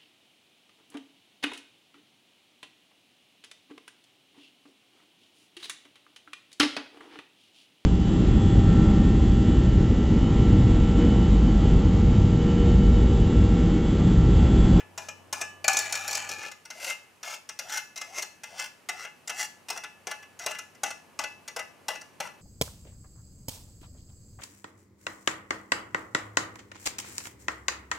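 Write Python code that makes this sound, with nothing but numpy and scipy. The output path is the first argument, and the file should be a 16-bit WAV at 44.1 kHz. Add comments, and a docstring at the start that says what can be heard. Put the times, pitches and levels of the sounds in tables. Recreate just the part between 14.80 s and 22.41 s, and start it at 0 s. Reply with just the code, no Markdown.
"""A steel spoon stirs a drink in a steel cup that stands on a metal tray, in a small room.
Each knock or tap is a burst of noisy contacts ringing the cup, spoon and tray; each scrape is a stream
of stick-slip impulses through the same steel. Early on the spoon is let go, clatters and slides round
the rim, and is picked up again. The drink adds a soft rising resonance ahead of the slow scrapes.
A faint hum and filtered room noise lie underneath."""
import sys
import numpy as np
from scipy import signal
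from scipy.fft import rfft, irfft, next_fast_len
from scipy.io import wavfile
from scipy.ndimage import uniform_filter1d

SR = 44100
rng = np.random.default_rng(int(sys.argv[2]) if len(sys.argv) > 2 else 0)


def pcm_store(signal):
    """Save signal as 16-bit PCM."""
    levels = np.round(np.clip(np.atleast_2d(signal), -1, 1) * 32767)
    wavfile.write(sys.argv[1], SR, levels.astype(np.int16).T)


N = 335585
T = np.arange(N) / SR
RING_T = T[:2 ** 15]

# brisk rounds, in which the bowl knocks the wall, skids along it and rebounds:
# (knock time [s], knock level [dB], brightness [dB], rebound time [s], rebound level [dB])
BRISK_ROUNDS = [(0.177, -42, 1.5, 0.286, -40), (0.527, -37.5, 3.5, 0.613, -33.5),
                (4.902, -39, 2.5, 4.974, -40.5), (5.27, -40.5, 0, 5.312, -37),
                (5.662, -35, 0.5, 5.712, -39), (6.034, -33.5, 1, 6.106, -40.5),
                (6.39, -36, -1, 6.438, -35.5), (6.763, -38.5, -2.5, 6.792, -36),
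                (7.083, -34.5, -1.5, 7.154, -44), (7.402, -36, -3.5, 7.47, -45.5)]
# slow rounds, in which the spoon touches the wall, glides and presses into a scrape:
# (touch time [s], touch level [dB], brightness [dB], middle of scrape [s], scrape length [s],
#  scrape level [dB])
SLOW_ROUNDS = [(1.903, -44, 0, 2.075, .085, -39), (2.43, -44, 0, 2.498, .09, -42.5),
               (2.79, -40.5, 3.5, 2.953, .05, -37.5), (3.159, -48, 3, 3.387, .015, -36.5),
               (3.635, -43, -2, 3.828, .05, -41), (4.088, -32, -5, 4.22, .035, -44.5),
               (4.475, -44.5, 5, 4.617, .025, -35), (5.591, -48, 2, 5.632, .02, -46)]
# stray taps of the bowl on the wall: (time [s], level [dB], brightness [dB])
TAPS = [(0.0, -46.5, -11), (1.715, -48.5, 0), (1.853, -52, 1), (2.69, -44.5, 3), (2.895, -46, 0),
        (3.174, -47, 6), (3.213, -39.5, -1.5), (3.422, -41, 5), (3.793, -39.5, 0.5), (4.248, -40.5, -11),
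        (4.495, -35, -3), (4.885, -43, -1), (5.036, -40, -7), (5.426, -52, -7), (5.949, -60, -3.5),
        (6.678, -44.5, 2), (7.212, -52, 2)]
# the handle touches the rim and rings, with little thud: (time [s], level [dB], brightness [dB])
PINGS = [(1.628, -42, -4), (2.098, -31.5, -6), (2.972, -34.5, 1), (5.748, -41, -9), (5.786, -40.5, 0)]
# the spoon is let go and clatters against the rim: (time [s], level [dB], brightness [dB])
CLATTER = [(0.843, -31, -9.5), (0.88, -23.5, -2.5), (0.931, -41, 3.5), (0.969, -35.5, 5.5),
           (0.988, -38, 4.5), (1.124, -38.5, 2.5), (1.153, -37, -3), (1.278, -40.5, 1.5), (1.31, -46.5, 5),
           (1.329, -45, 5), (1.351, -45, 8), (1.371, -42, -2), (1.49, -43, -1.5)]

# tone of each kind of blow: (low against middle [dB], treble against middle [dB], freedom of ring [dB],
#  chatter time [s], chatter over first touch [dB])
KNOCK_TONE = (0.5, 3, -3, 0.0028, 3)
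REBOUND_TONE = (-7, -2.5, 4.5, 0.003, 3)
TAP_TONE = (-8, 2.3, 1.5, 0.0038, 5)
PING_TONE = (-18, 0, 5, 0.004, 5)
CLATTER_TONE = (-5.5, 6.24, 7, 0.0017, 4)
# tone of each kind of rubbing: (low against middle [dB], cup ring [dB], damping of the cup [factor])
SKID_TONE = (-1, -1, 2.1)
SCRAPE_TONE = (-7.5, -2, 2.5)
SLIDE_TONE = (-6, 0, 2.1)

# modes of the filled cup, before scatter and contact damping: (frequency [Hz],
#  level when struck near the rim [dB], level when struck low on the wall [dB], 60 dB decay [s])
CUP_MODES = [(628, -5.5, -3.5, 0.078), (845, -2.5, 0, 0.32), (1190, -5, -14.5, 0.94),
             (1399, -12.5, -2, 0.073), (1506, -12, -7, 0.16), (1718, 4, -2.5, 0.46), (2433, 5, -13.5, 0.14),
             (2616, -5.5, 0.5, 0.42), (2802, -17.5, -1, 0.16), (2960, -6, -15, 0.59),
             (5310, -5.5, -13, 0.22), (5704, -10, 6, .08), (5780, -10, -3.5, 0.17), (6220, -1, -3.5, 0.13),
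             (7630, -1, -17, 0.097)]
# the spoon's bending note between the fingers, before scatter: (time [s], frequency [Hz], level [dB])
GRIPPED_SPOON = [(1.5, 2350, -12), (1.7, 2057, 11.5), (2.109, 2091, 13), (2.5, 2115, 3.5),
                 (4.09, 2038, 12.5), (4.3, 2047, -0.5), (5.299, 2035, 4), (7.6, 1988, 9)]
# modes of the spoon loose against the rim, before scatter and contact damping:
# (frequency [Hz], level [dB], 60 dB decay [s])
LOOSE_SPOON_MODES = [(791.4, 0.5, 0.23), (2300, 1, 0.16), (2350, -4.5, .2), (4380, -1, .22),
                     (6860, 5, 0.033), (7140, -1.5, .08)]
# spectrum of the crowded, quickly damped modes of cup and tray: (frequency [Hz], relative level [dB])
TRAY_SPECTRUM = [(380, -10.5), (580, 2), (850, 6), (1100, 0.5), (1430, 7.5), (1800, -2.5), (2020, 2),
                 (2300, -2), (2750, 4.5), (3200, 0.5), (4600, 0), (5800, 6.5), (8000, -2), (15500, -15.5)]
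# stereo balance: (frequency [Hz], left minus right [dB])
STEREO_BALANCE = [(200, 4), (700, 5.3), (1500, 4), (3000, 2.8), (10000, 0.8)]
# spectrum of the room's stereo difference signal: (frequency [Hz], relative level [dB])
ROOM_WIDTH = [(200, 13), (700, 2.5), (1500, -2), (5000, -1.5), (10000, -24)]
# spectrum of the room noise: (frequency [Hz], relative level [dB])
AIR_SPECTRUM = [(25, -18), (70, -6.5), (180, 1.5), (350, -0.5), (1000, -2.5), (2900, -3), (3500, -10.5),
                (11000, -14), (15500, -21.5)]
# movement of the background: (time [s], low room noise level [dB], hum level before panning [dB])
BACKGROUND_LEVELS = [(0, -53.5, -61.5), (1.59, -53, -62), (1.62, -61, -78.5), (4, -58.5, -80.5),
                     (6, -56, -73), (7.6, -54, -75.5)]

# blows and rubs that begin between these times ring like a loose spoon
LOOSE_FROM_S, LOOSE_TO_S = 0.83, 1.6
# a skid starts this far from its knock level and eases off until the rebound
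SKID_DB, SKID_EASE_DB_PER_S, SKID_TREBLE_DB = -8, -55, -3
# a slow round glides lightly, then swells, holds and lets go
GLIDE_DB, SCRAPE_TREBLE_DB, LET_GO_DB = -57, 0, -25
SWELL_S, RELEASE_S = 0.065, 0.045
# the loose spoon slides and slowly settles until it is picked up
SLIDE_DB, SETTLE_DB_PER_S, SLIDE_TREBLE_DB, PICKED_UP_S = -41, -4.5, -3.5, 1.69
# each clatter kicks the slide into a louder, brighter rattle
KICK_DB, KICK_TREBLE_DB, KICK_S = 4, 4, 0.1
# resonance of the drink; the lead counts back from the middle of the scrape
SWIRL_LEAD_S, SWIRL_S, SWIRL_DB = 0.125, 0.1, -54.5
SWIRL_FROM_HZ, SWIRL_TO_HZ, SWIRL_WIDTH_HZ = 620, 850, 28
HUM_HZ, TOP_HZ = 93.7, 15500
# crossovers between low, middle and treble
LOW_EDGE_HZ, TREBLE_EDGE_HZ = 1200, 3300
SPLITS = [signal.butter(4, hz, fs=SR, output="sos") for hz in (LOW_EDGE_HZ, TREBLE_EDGE_HZ)]


def knocks(ring_db=-6, low_t60=0.088, middle_t60=0.097, treble_t60=0.032):
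    """A first touch and milliseconds of chatter excite a clack and pump up the ring, band by band."""
    out = np.zeros(N)
    attack = SR // 50
    for s, blow_db, bright_db, tone in blows():
        low_db, treble_db, free_db, chatter_s, chatter_db = tone
        levels = blow_db + np.array([low_db, 0, treble_db + bright_db])
        # cubed noise is spiky, like many small contacts
        bounce = np.exp(-(RING_T[:attack] / chatter_s - 1) ** 2)
        chatter = unit(rng.standard_normal(attack) ** 3 * bounce)
        force = undb(chatter_db) * chatter
        force[0] += 1  # the first touch
        build_up = 1 - np.exp(-RING_T / chatter_s)
        ring = undb(ring_db + free_db) * cup_ring(s) * build_up
        decays = (low_t60, middle_t60, treble_t60)
        for band, (db, t60) in enumerate(zip(levels, decays)):
            thud = signal.fftconvolve(unit(force), clack(t60))[:len(ring)]
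            part = bands(thud + ring)[band]
            add(out, s, part * undb(db) / rms(part[:attack]))
    return out


def blows():
    """Every blow of the spoon as (time [s], level [dB], brightness [dB], tone)."""
    for s, db, bright_db, rebound_s, rebound_db in BRISK_ROUNDS:
        yield s, db, bright_db, KNOCK_TONE
        yield rebound_s, rebound_db, bright_db, REBOUND_TONE
    for rows, tone in ((SLOW_ROUNDS + TAPS, TAP_TONE), (PINGS, PING_TONE), (CLATTER, CLATTER_TONE)):
        for s, db, bright_db, *_ in rows:
            yield s, db, bright_db, tone


def cup_ring(s, damping=1, spoon_t60=0.14, scatter_db=3.0):
    """Decaying modes of cup and spoon; the spoon works near the rim at first, deeper once picked up."""
    near_rim = s < LOOSE_TO_S
    modes = [(hz, rim_db if near_rim else wall_db, t60) for hz, rim_db, wall_db, t60 in CUP_MODES]
    times, grip_hz, grip_db = np.transpose(GRIPPED_SPOON)
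    modes.append((np.interp(s, times, grip_hz), np.interp(s, times, grip_db), spoon_t60))
    if is_loose(s):
        modes = modes + LOOSE_SPOON_MODES
    hz, db, t60 = np.transpose(modes)
    # sloshing shifts the modes a little, a spoon leaning on the rim shifts them more
    detune = 0.009 if is_loose(s) else 0.002
    hz = hz * (1 + detune * rng.standard_normal(len(hz)))
    # dividing by the root of the decay makes the levels compare energies
    size = undb(db + scatter_db * rng.standard_normal(len(hz))) / np.sqrt(t60)
    size = size * rng.choice([-1, 1], len(hz))
    impulse = 1.0 * (RING_T == 0)
    ring = 0
    for turn, radius, gain in zip(2 * np.pi * hz / SR, fade(1 / SR, t60 / damping), size):
        resonator = [1, -2 * radius * np.cos(turn), radius ** 2]
        ring = ring + signal.lfilter([gain, 0, -gain], resonator, impulse)
    return unit(ring)


def clack(t60, lowest_hz=310):
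    """Crowded modes of cup and tray as fading noise, with little bass."""
    t = RING_T[:2 ** 12]
    burst = colour(rng.standard_normal(len(t)), TRAY_SPECTRUM) * fade(t, t60)
    burst = signal.lfilter(*signal.butter(2, lowest_hz, "high", fs=SR), burst)
    return np.pad(unit(burst), (0, len(RING_T) - len(t)))


def is_loose(s):
    """Whether the spoon rings as one out of the hand."""
    return LOOSE_FROM_S < s < LOOSE_TO_S


def scrapes():
    """The held spoon drags finely: it skids after each knock and bears down once in each slow round."""
    drag = catches(per_s=2200, grain_db=4.5, uneven_db=1.8)
    out = 0
    for s, knock_db, bright_db, rebound_s, _ in BRISK_ROUNDS:
        times = np.array([s, rebound_s])
        db = knock_db + SKID_DB + SKID_EASE_DB_PER_S * (times - s)
        out = out + rub(drag, times, db, SKID_TREBLE_DB + bright_db, SKID_TONE)
    for s, _, bright_db, press_s, length_s, press_db in SLOW_ROUNDS:
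        start, end = press_s - length_s / 2, press_s + length_s / 2
        times = np.maximum(s, [s, start - SWELL_S, start, end, end + RELEASE_S])
        db = np.array([GLIDE_DB, GLIDE_DB, press_db, press_db, press_db + LET_GO_DB])
        out = out + rub(drag, times, db, SCRAPE_TREBLE_DB + bright_db / 2, SCRAPE_TONE)
    return out


def slide():
    """Between its clatters the loose spoon rattles round the rim, kicked up and then settling."""
    rattle = catches(per_s=550, grain_db=2.5, uneven_db=2.5)
    out = 0
    kicks = [s for s, *_ in CLATTER[1:]]
    for start, end in zip(kicks, kicks[1:] + [PICKED_UP_S]):
        times = np.linspace(start, end)
        kick = np.maximum(1 - (times - start) / KICK_S, 0)
        db = SLIDE_DB + SETTLE_DB_PER_S * (times - kicks[0]) + KICK_DB * kick
        treble_db = SLIDE_TREBLE_DB + KICK_TREBLE_DB * kick
        out = out + rub(rattle, times, db, treble_db, SLIDE_TONE)
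    return out


def catches(per_s, grain_db, uneven_db):
    """Stick-slip impulses at random times, their sizes scattered and swelling in small clusters."""
    clusters = uniform_filter1d(rng.standard_normal(N), size=200)
    grain = np.clip(rng.standard_normal(N), -2, 2)
    size_db = grain_db * grain + uneven_db * clusters / rms(clusters)
    slips = rng.random(N) < per_s / SR
    return slips * rng.choice([-1, 1], N) * undb(size_db)


def rub(friction, times, db, treble_db, tone):
    """Friction under a changing pressure sounds the steel; the contact damps the cup."""
    low_db, ring_db, damping = tone
    out = np.zeros(N)
    span = slice(int(times[0] * SR), int(times[-1] * SR))
    steel = clack(t60=0.022) + undb(ring_db) * cup_ring(times[0], damping)
    for band, levels in enumerate((db + low_db, db, db + treble_db)):
        pressure = undb(np.interp(T[span], times, levels))
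        part = bands(signal.fftconvolve(friction[span] * pressure, steel))[band]
        # the band carries the energy of its pressure curve
        add(out, times[0], unit(part) * np.linalg.norm(pressure))
    return out


def swirls():
    """Ahead of each slow scrape, a soft, rough resonance rises as the spoon pushes the drink round."""
    out = np.zeros(N)
    t = T[:SR // 4]
    hz = np.interp(t, [0, SWIRL_S], [SWIRL_FROM_HZ, SWIRL_TO_HZ])
    glide = np.exp(2j * np.pi * np.cumsum(hz) / SR)
    swell = np.sqrt(np.abs(np.sin(np.pi * np.minimum(t / SWIRL_S, 1))))
    smoothing = np.exp(-np.pi * SWIRL_WIDTH_HZ / SR)
    for s, _, _, press_s, *_ in SLOW_ROUNDS:
        # slow complex noise on the gliding tone makes a narrow, rough band
        noise = rng.standard_normal((len(t), 2)) @ [1, 1j]
        flutter = signal.lfilter([1], [1, -smoothing], noise)
        swirl = np.real(flutter * glide) * swell
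        level = undb(SWIRL_DB) / rms(swirl[t < SWIRL_S])
        add(out, max(s, press_s - SWIRL_LEAD_S), swirl * level)
    return out


def room(x, t60=0.36, wet_db=-11, side_db=-11, build_s=0.0054):
    """Direct sound and a short, even tail of fading noise; the cup stands to the left."""
    envelope = fade(RING_T, t60) * (1 - np.exp(-RING_T / build_s))
    tail, across = (unit(rng.standard_normal(len(RING_T)) * envelope) for _ in range(2))
    size = next_fast_len(N + len(RING_T), real=True)
    spectrum = rfft(x, size)
    mid = irfft(spectrum * (1 + undb(wet_db) * rfft(tail, size)), size)
    side = undb(side_db) * colour(irfft(spectrum * rfft(across, size), size), ROOM_WIDTH)
    channels = []
    for sign in (1, -1):  # left, right
        balance = [(hz, sign * db / 2) for hz, db in STEREO_BALANCE]
        channels.append(colour(mid + sign * side, balance)[:N])
    return np.array(channels)


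def background(side_db=-5, hum_pan_db=2, hiss_db=-62):
    """Steady hiss from noise, with low room noise and a sine hum that drop abruptly and partly creep back."""
    s, air_db, hum_db = np.transpose(BACKGROUND_LEVELS)
    size = next_fast_len(N, real=True)
    mid, side = (colour(rng.standard_normal(size), AIR_SPECTRUM)[:N] for _ in range(2))
    sign = np.array([[1], [-1]])  # left, right
    air = (mid + sign * undb(side_db) * side) / rms(mid)
    low, middle, treble = bands(air)
    rumble = low * undb(np.interp(T, s, air_db))
    hiss = (middle + treble) * undb(hiss_db)
    hum = np.sqrt(2) * np.sin(2 * np.pi * HUM_HZ * T) * undb(sign * hum_pan_db)
    return rumble + hiss + hum * undb(np.interp(T, s, hum_db))


def undb(db):
    """Decibels to gain."""
    return 10 ** (np.asarray(db) / 20)


def unit(x):
    """Scale to an energy of one."""
    return x / np.sqrt(np.sum(x ** 2))


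def rms(x):
    """Root mean square, kept above zero."""
    return np.sqrt(np.mean(x ** 2)) + 1e-12


def colour(x, points):
    """Shape a spectrum by (frequency [Hz], level [dB]) points."""
    hz, db = np.transpose(points)
    f = np.linspace(1, SR / 2, len(x) // 2 + 1)
    return irfft(rfft(x) * undb(np.interp(np.log(f), np.log(hz), db)), len(x))


def bands(x):
    """Low, middle and treble parts that add up to the whole."""
    # the tiny offset keeps the filters out of denormal numbers
    low, body = (signal.sosfiltfilt(split, x + 1e-18, padtype=None) for split in SPLITS)
    return low, body - low, x - body


def fade(t, t60):
    """Decay by 60 dB in t60 seconds."""
    return np.exp(-np.log(1000) * t / t60)


def add(track, s, x):
    """Mix a sound in at a time in seconds, trimmed to the track."""
    start = int(s * SR)
    x = x[max(-start, 0):N - start]
    start = max(start, 0)
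    track[start:start + len(x)] += x


def scene():
    """Knocks, scrapes, the loose spoon and the moving drink in the room, over its background."""
    return room(knocks() + scrapes() + slide() + swirls()) + background()


def record(dry, low_cut_hz=65):
    """The recorder thins the deep bass and cuts the top steeply."""
    thin = signal.sosfilt(signal.butter(2, low_cut_hz, "high", fs=SR, output="sos"), dry)
    return signal.sosfilt(signal.ellip(8, 0.2, 70, TOP_HZ, fs=SR, output="sos"), thin)


dry = scene()
out = record(dry)
pcm_store(out)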